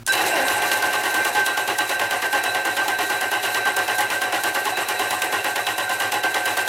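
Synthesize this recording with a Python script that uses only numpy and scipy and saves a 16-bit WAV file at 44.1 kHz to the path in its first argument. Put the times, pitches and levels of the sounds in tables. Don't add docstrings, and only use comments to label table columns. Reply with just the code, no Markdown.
import sys
import numpy as np
from scipy import signal
from scipy.fft import rfft, irfft, next_fast_len
from scipy.io import wavfile
from scipy.ndimage import uniform_filter1d, map_coordinates

SR = 44100
rng = np.random.default_rng(int(sys.argv[2]) if len(sys.argv) > 2 else 0)


def invert_db(x):
    u = np.asarray(x, float) / 20
    return 10 ** u


def master_out(mix):
    frames = np.transpose(np.atleast_2d(mix))
    ceiling = np.clip(frames, -1, 1)
    pcm = np.round(ceiling * 32767).astype(np.int16)
    wavfile.write(sys.argv[1], SR, pcm)


N = 294588
T = np.arange(N) / SR

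# pitch_hz, level_db
HUM = [(116, -34.5), (232, -40), (352, -45), (545, -59), (950, -53)]
# freq_hz, density_db
SHOP_NOISE = [(150, -10), (400, -13), (1000, -8), (2000, -13), (5000, -20), (15000, -25)]
# time_s, gain_db
DUCK = [
    (0, -9.5),
    (.034, -8),
    (.036, -24),
    (.065, -16),
    (.1, -21.5),
    (.5, -31),
    (6.68, -39),
]
# time_s, half_length_s, level_db
LURCH = [
    (0.043, 0.049, -50),
    (0.247, 0.067, -55),
    (0.51, 0.1, -50),
    (1.2, .05, -52),
]
# freq_hz, t60_s
ROOM = [(200, 0.76), (2000, 0.98), (10000, 0.33)]

# time_s, pitch_hz, level_db, octave_db
GROAN = [
    (.315, 345, -42, -33),
    (.345, 342, -35, -25),
    (.37, 300, -35, -28),
    (.4, 262, -40, -29),
    (.435, 262, -39, -30),
    (.45, 270, -38, -39),
    (.49, 278, -46, -46),
]
# time_s, half_length_s, level_db
SQUEAKS = [(0.306, 0.028, -32), (0.347, .012, -38), (0.453, .025, -31.5), (0.567, 0.037, -31.5),
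           (0.682, 0.034, -41), (0.767, .02, -39)]
# freq_hz, width_hz, level_db
SEAL = [(7780, 340, 5), (8600, 730, 7.5), (11150, 610, 3.5), (11630, 240, -3)]

# upper_hz, lower_hz
PIPE_HZ = (113.2, 99.4)
# upper_db, lower_db
PIPE = [(-52, -68), (-52, -64), (-52.5, -66), (-52.5, -55), (-54.5, -61), (-52.5, -53.5)]
CASTING_HZ = [751, 839, 1054, 1172, 1469, 1884, 2073, 2730, 2897]
KNOCKS_PER_STROKE, KNOCK_DB, KNOCK_CYCLES, KNOCK_DELAY_S = 7, -33, 15.6, .035

# time_s, snap_db, decay_s, body_db
BLOWS = [
    (0.0646, -18, 0.004, -40),
    (0.075, -23, 0.015, -23.5),
    (0.123, -19.5, 0.0037, -29),
]
# freq_hz, density_db
SNAP = [(500, -22), (1500, -12), (3000, -1), (6500, 6.5), (10000, 8), (15800, -10)]
# pitch_hz, level_db, start_s, end_s
FREE_RING = [(1570, -19.5, .086, .129), (3950, -27, .094, .121), (5300, -35, .085, .115),
             (6800, -40, .09, .112), (7900, -41, .085, .118), (10100, -40, .09, .112),
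             (2650, -34, .09, .125), (2720, -35, .255, .29), (2755, -30, .315, .35)]

CYCLE_S = [0.8226, 1.4627, 2.1092, 2.7674, 3.4316, 4.1015, 4.7714, 5.443, 6.119, 6.796]
FIRING = [0, .17, .331, .498, .666, .823]
# time_s, clack_peak_db, second_clack_db, chuff_db, chuff_s
EARLY = [(0.1314, -11.5, 0, -26.5, 0.048), (0.175, -19, -2, -27, 0.098), (0.3585, -16, -5, -25.5, 0.077),
         (0.482, -13, 0, -25, .11), (0.6204, -16, -7, -22.5, 0.038), (0.7146, -11.5, -7, -30, .1)]
# clack_peak_db, second_clack_db, chuff_db, chuff_s, brightness_db
CYLINDERS = [(-13.5, -3.5, -26, .08, 1), (-13.5, -14, -24, 0.045, 0.5), (-14, -2, -24, 0.072, 0.5),
             (-14, -9, -25, 0.066, 3), (-14.5, -4.5, -25.5, 0.051, 2), (-15, -1, -25, 0.084, 1)]
# clack_db, second_clack_db, chuff_db, brightness_db
SCATTER_DB = (1.1, 1.7, .8, 0.84)
# freq_hz, density_db
CHUFF = [(35, -54), (60, -32), (190, -20), (330, -10.5), (490, -15), (760, -5.5), (1050, -10.5),
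         (1280, -15), (1550, 0), (2270, -19.5), (2800, -8.5), (4700, -17.5), (11000, -19.5), (15700, -35.5)]
# freq_hz, density_db
CLACK = [(500, -27.5), (1500, -0.5), (3000, 10.5), (6000, 0.5), (10000, -4), (13000, -8.5), (15800, -13)]
# freq_hz, width_hz, level_db
BLOCK = [(108, 27, 4), (325, 22, 6.5), (402, 58, 4.5), (570, 18, 7.5), (742, 10.6, 4.5),
         (821.4, 29.5, 12.5), (1062, 88, 11), (1410, 17, 5), (1920, 86, 8.5), (2030, 44, -2),
         (2290, 18, -20), (2855, 170, 0)]
# freq_hz, width_hz, level_db
ROCKING = [(102, 8, 1), (62, 15, -21), (45, 15, -4)]

# time_s, effort_db, ring_drive_db
STARTER = [(.07, -41, 0), (.12, -28, -5), (.18, -27, -14), (.25, -23.5, -8), (.4, -27.5, -2),
           (.69, -26, 0.5), (.97, -26, -2), (1.3, -26, 3), (1.55, -27, 1), (1.9, -27, -1), (2.7, -27.5, 2),
           (3.2, -27.5, -2.5), (3.65, -26.5, 1), (4.3, -27, -2), (5, -26.5, -3), (5.8, -28.5, -5),
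           (6.1, -27.5, -2.5), (6.68, -26, 1)]
# freq_hz, density_db
GRIND = [(35, -59.5), (60, -23), (190, -19), (330, -9), (640, -4), (900, -2.5), (1280, -11.5), (1600, -3),
         (2300, -10), (2800, -10), (3570, -23), (6000, -19.5), (9000, -64.5)]
# freq_hz, density_db
HISS = [(2350, -24.5), (4000, 0), (4670, -10), (6660, -6.5), (8610, -6), (9600, -9), (11100, -4.5),
        (14900, -12), (15700, -21)]
# freq_hz, width_hz, level_db
CASE = [(393, 40, 3), (543, 19, 4), (715, 36, 1.5), (1461, 28, -3.5), (1899, 36, 0), (2079, 35, 2.5),
        (2375, 18, 6.5), (2740, 78, 3.5)]
# pitch_hz, unsteadiness_hz, level_db
RING = [(1561, 15, 0), (1541, 14, -11)]
# pitch_hz, unsteadiness_hz, level_db
HIGH_RING = [(3918, 24, -1.5), (3956, 22, -2.5), (3856, 26, -6), (2604, 18, -1.5), (2627, 16, -3.5),
             (4095, 90, -9)]
# ring_db, high_ring_db, lower_housing_db, upper_housing_db
SINGS = [(-34.5, -44, -35.5, -36.5), (-29.5, -45, -35, -36), (-32.5, -43.5, -33, -42.5),
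         (-32.5, -42, -33, -32), (-31, -45, -33.5, -36.5), (-30, -44.5, -35, -31)]
# ring_db, high_ring_db, lower_housing_db, upper_housing_db
FLICKER_DB = (2.9, 3.1, 1.1, 2.6)
HISS_DB, SPIN_UP_DB, SPIN_UP_S = -10, 3.5, 1

# freq_hz, side_db
APART = [(30, -20), (100, -26), (400, -59), (1500, -48), (4000, -30), (9000, -20), (12000, -33)]
# freq_hz, side_over_mid_db
LEAN = [(60, -23.5), (400, -20), (800, -19.5), (1500, -20), (3000, -16), (6000, -19), (12000, -23.5)]
# freq_hz, side_over_mid_db
SIDE_FLOOR = [(60, -23.5), (400, -12.5), (800, -12.5), (1500, -11.5), (3000, -12), (6000, -14),
              (12000, -16.5)]
TOP_HZ = 15830


def unit(x):
    return x / np.sqrt(np.mean(x ** 2) + 1e-20)


def along(points, hz):
    f, v = np.transpose(points)
    return np.interp(np.log(hz + 1), np.log(f + 1), v)


def curves(rows, **ends):
    s, *cols = np.transpose(rows)
    return [np.interp(T, s, c, **ends) for c in cols]


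def wobble(rate_hz):
    return map_coordinates(rng.standard_normal(int(N * rate_hz / SR) + 4), [T * rate_hz])


def swells(rows):
    return sum(invert_db(db) * np.exp(-((T - s) / half) ** 2) for s, half, db in rows)


def filtered(x, response):
    m = next_fast_len(N + SR // 2)
    return irfft(rfft(x, m) * response(np.fft.rfftfreq(m, 1 / SR)), m)[..., :N]


def modes(table, f):
    return sum(invert_db(db) * 1j * f * w / (c * c - f * f + 1j * f * w) for c, w, db in table)


def causal(spectrum, f):
    cep = irfft(np.log(invert_db(along(spectrum, f)) + 1e-6))
    half = len(cep) // 2
    cep[1:half] *= 2
    cep[half + 1:] = 0
    return np.exp(rfft(cep))


def body(spectrum, table, depth):
    return lambda f: causal(spectrum, f) * (1 + depth * modes(table, f))


def grit(rate_hz, spread_db, smooth):
    size = invert_db(spread_db * rng.uniform(-1, 1, N))
    hits = (rng.random(N) < rate_hz / SR) * rng.choice([-1, 1], N) * size
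    return unit(unit(hits) + smooth * rng.standard_normal(N))


def shaped(drive, envelope, response):
    plain, played = filtered(np.array([drive, drive * envelope]), response)
    return played / np.std(plain)


def singing(table, steady):
    out = 0
    for hz, unsteady_hz, db in table:
        z = wobble(unsteady_hz) + 1j * wobble(unsteady_hz)
        even = z / (np.abs(z) + 0.038) ** steady
        out = out + invert_db(db) * unit(np.real(even * np.exp(2j * np.pi * hz * T)))
    return out


def openings():
    cycles = np.array(CYCLE_S)
    steady = (cycles[:-1, None] + np.diff(cycles)[:, None] * FIRING).ravel()
    s = np.append(np.transpose(EARLY)[0], steady)
    return s, np.arange(len(s)) % len(FIRING)


def load():
    s = openings()[0]
    return np.interp(T, s, np.arange(len(s))) % 1


def sings(part):
    s, cylinder = openings()
    habit_db = np.interp(T, s + .045, np.transpose(SINGS)[part][cylinder])
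    chance_db = FLICKER_DB[part] * (0.37 * wobble(9.7) + .9 * wobble(30))
    return habit_db + chance_db + SPIN_UP_DB * np.exp(-T / SPIN_UP_S)


def workshop():
    hum = sum(invert_db(db + 0.95 * wobble(44)) * np.sin(2 * np.pi * hz * T - 1.8) for hz, db in HUM)
    far = invert_db(-39.5) * unit(filtered(rng.standard_normal(N), lambda f: invert_db(along(SHOP_NOISE, f))))
    low_noise = unit(filtered(rng.standard_normal(N), lambda f: modes([(55, 90, 0)], f) ** 2))
    return invert_db(curves(DUCK)[0]) * (np.sqrt(2) * hum + far) + swells(LURCH) * low_noise


def room(x):
    hz, t, z = signal.stft(rng.standard_normal((2, SR // 2)), SR, nperseg=256)
    tail = signal.istft(z * invert_db(-60 * t / along(ROOM, hz)[:, None]), SR, nperseg=256)[1]
    late = np.pad(x, (300, 0))[None]
    return signal.fftconvolve(late, tail / np.linalg.norm(tail[0]), axes=1)[:, :N]


def groan():
    hz, low_db, octave_db = curves(GROAN)
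    turn = 2 * np.pi * np.cumsum(hz * (1 + 0.014 * wobble(90.2))) / SR
    gate = np.clip(np.minimum(T - GROAN[0][0], GROAN[-1][0] - T) / 0.013, 0, 1)
    tone = invert_db(low_db + 1.9 * wobble(64)) * np.sin(turn)
    tone += invert_db(octave_db) * np.sin(2 * turn) + invert_db(octave_db - 9.5) * np.sin(3 * turn)
    return np.sqrt(2) * gate * tone


def squeaks():
    rub = swells(SQUEAKS)
    rub += (T > .8) * invert_db(-40.5 + 1.6 * wobble(11)) * np.sin(np.pi * load()) ** 2
    return shaped(grit(1100, 1.7, smooth=0.56), rub, lambda f: modes(SEAL, f) ** 2)


def manifold():
    s, cylinder = openings()
    stroke = np.clip(np.searchsorted(s, T) - 1, 0, None)
    upper_db, lower_db = np.transpose(PIPE)[:, cylinder[stroke]]
    turn = 2 * np.pi * (T - s[stroke])
    throb = invert_db(upper_db) * np.sin(PIPE_HZ[0] * turn) + invert_db(lower_db) * np.sin(PIPE_HZ[1] * turn)
    return np.sqrt(2) * invert_db(2.2 * wobble(9)) * np.abs(np.sin(np.pi * load())) ** 0.77 * throb


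def knocks():
    s = np.repeat(openings()[0], KNOCKS_PER_STROKE)
    late, pick, size, detune = np.transpose(rng.random((len(s), 4)))
    mode_hz = np.array(CASTING_HZ)[(pick * len(CASTING_HZ)).astype(int)]
    hz = (mode_hz * (1 + .03 * (detune - .5)))[:, None]
    t = np.arange(SR // 25) / SR
    ring = np.sin(2 * np.pi * hz * t) * np.exp(-t * hz / KNOCK_CYCLES) * (1 - np.exp(-t / 0.0011))
    ring = invert_db(KNOCK_DB + 12.1 * size)[:, None] * ring
    start = np.round((s - KNOCK_DELAY_S * np.log(late + .05)) * SR).astype(int)
    at = start[:, None] + np.arange(len(t))
    return np.bincount(at.ravel(), ring.ravel(), N)[:N]


def housing():
    slack = load() ** 1.5 * np.clip((T - .7) / .8, 0, 1)
    begun = np.clip((T - .12) / .05, 0, 1)
    lower_db = sings(part=2) - 7 * np.exp(-T / 1.5) - 5 * slack ** 2
    upper_db = sings(part=3) - 19.5 * slack
    lower = invert_db(lower_db) * singing([(734.5, 11, 0)], steady=.7)
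    upper = invert_db(upper_db) * singing([(843.6, 28, 0)], steady=0.36)
    return begun * (lower + upper)


def engagement():
    after = lambda s, decay_s: (T > s) * np.exp(-np.abs(T - s) / decay_s)
    snap = sum(invert_db(db) * after(s, decay_s) for s, db, decay_s, _ in BLOWS)
    thud = sum(invert_db(body_db) * after(s, 0.023) for s, _, _, body_db in BLOWS)
    out = shaped(rng.standard_normal(N), snap, lambda f: causal(SNAP, f))
    out += shaped(rng.standard_normal(N), thud, body(CHUFF, BLOCK, depth=0.41))
    for hz, db, begin, end in FREE_RING:
        held = np.clip(np.minimum(T - begin, end - T) / .005, 0, 1)
        level = np.sqrt(2) * held * invert_db(db + 1.2 * wobble(170))
        out += level * np.sin(2 * np.pi * (hz * T + .1 * wobble(80)))
    return out


def stroke_rows(luck):
    s, cylinder = openings()
    clack, second, air, tilt = np.transpose(luck * SCATTER_DB)
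    rows = np.array(CYLINDERS)[cylinder] + np.transpose([clack, second, air, 0 * air, tilt])
    rows[:len(EARLY)] = np.pad(np.array(EARLY)[:, 1:], ((0, 0), (0, 1)))
    return np.column_stack([s, rows])


def strokes():
    dull, bright, chuff = np.zeros((3, N + SR))
    t = np.arange(SR // 5) / SR
    lead = .006

    def blow(lag, decay):
        return (1 - np.exp(-np.clip(t - lag, 0, 1) / .0011)) * np.exp(-np.abs(t - lag) / decay)

    chance = rng.standard_normal((len(openings()[0]), 8))
    leak = (t < lead) * (t / lead) ** 2
    front = 1 - np.exp(-np.clip(t - lead - .001, 0, 1) / .003)
    puffs = 1 + .5 * blow(lead, 0.002) + 0.46 * blow(.0255, 0.018)
    for (s, db, second_db, air_db, length_s, tilt_db), luck in zip(stroke_rows(chance[:, 4:]), chance):
        at = min(round((s - lead) * SR), N)
        decay = .0038 * np.exp(.25 * luck[3])
        clack = invert_db(-5) * leak + invert_db(-9) * blow(lead, 0.008)
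        clack += (1 - 0.55 * blow(lead, 0.0012)) * blow(lead, decay) * 1.68
        clack += invert_db(second_db) * blow(.0255 + .0012 * luck[0], decay)
        clack += invert_db(-10 + 3 * luck[1]) * blow(.044 + .002 * luck[2], .004)
        dull[at:][:len(t)] += invert_db(db - 12 - tilt_db) * clack
        bright[at:][:len(t)] += invert_db(db - 14 + tilt_db) * clack
        chuff[at:][:len(t)] += invert_db(air_db) * front * puffs * np.exp(-(t / length_s) ** 2.6)
    dull, bright, chuff = dull[:N], bright[:N], chuff[:N]

    lumps = invert_db(0.56 * wobble(70))
    air = shaped(grit(1500, 2.1, smooth=0.94), lumps * chuff, body(CHUFF, BLOCK, depth=1.73))
    rock = invert_db(-37) * shaped(rng.standard_normal(N), chuff, lambda f: modes(ROCKING, f))
    low = shaped(grit(5000, 4, smooth=1.3), dull * invert_db(2.5 * wobble(300)),
                 lambda f: causal(CLACK, f) / (1 + (f / 7000) ** 4))
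    high = shaped(grit(5000, 4, smooth=1.3), bright * invert_db(1.5 * wobble(250)),
                  lambda f: causal(CLACK, f) / (1 + (7000 / (f + 1)) ** 4))
    return air + rock + low + high


def starter():
    effort_db, drive_db = curves(STARTER, left=-120)
    start = np.clip((T - .07) / .022, 0, 1)
    slack = load() ** 2.2 * np.clip((T - .5) / .9, 0, 1)
    grind_db = effort_db + 1 + 1.2 * wobble(30) - 9.3 * slack
    hiss_db = effort_db + HISS_DB + SPIN_UP_DB * np.exp(-T / SPIN_UP_S)
    hiss_db += 2.84 * wobble(45) - 2.8 * slack + 3.6 * slack ** 6
    ring_db = sings(part=0) + drive_db + 2.3 - 5.5 * slack
    high_db = sings(part=1) + 1 - 4 * slack
    out = shaped(grit(2500, 4, smooth=1.2), invert_db(grind_db), body(GRIND, CASE, depth=0.85))
    out += shaped(grit(1500, 6, smooth=1.2), invert_db(hiss_db), lambda f: causal(HISS, f))
    out += invert_db(ring_db) * singing(RING, steady=.68)
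    out += invert_db(high_db) * singing(HIGH_RING, steady=.4)
    return start * out


def scene():
    engine = groan() + squeaks() + manifold() + knocks() + housing() + engagement() + strokes() + starter()
    wet, other = room(engine)
    mid = engine + invert_db(-15.0) * wet + workshop()
    side = filtered(other, lambda f: invert_db(along(APART, f))) - filtered(mid, lambda f: invert_db(along(LEAN, f)))
    return np.array([mid + side, mid - side])


def band_limit(x):
    return signal.sosfilt(signal.butter(12, 16510, fs=SR, output="sos"), x)


def record(dry):
    soft = dry / (1 + np.abs(dry / .36) ** 4) ** (1 / 4)
    mid_side = np.array([soft[0] + soft[1], soft[0] - soft[1]]) / 2
    mid, side = filtered(mid_side, lambda f: f < TOP_HZ)
    hz, _, (m, s) = signal.stft(np.array([mid, side]), SR, nperseg=2048)
    level = uniform_filter1d(uniform_filter1d(np.abs(m), size=40, axis=0), size=9, axis=1)
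    strong = np.abs(s) > level * invert_db(along(SIDE_FLOOR, hz))[:, None]
    side = signal.istft(s * strong, SR, nperseg=2048)[1][:N]
    return band_limit(np.array([mid + side, mid - side]))


dry = scene()
out = record(dry)
master_out(out)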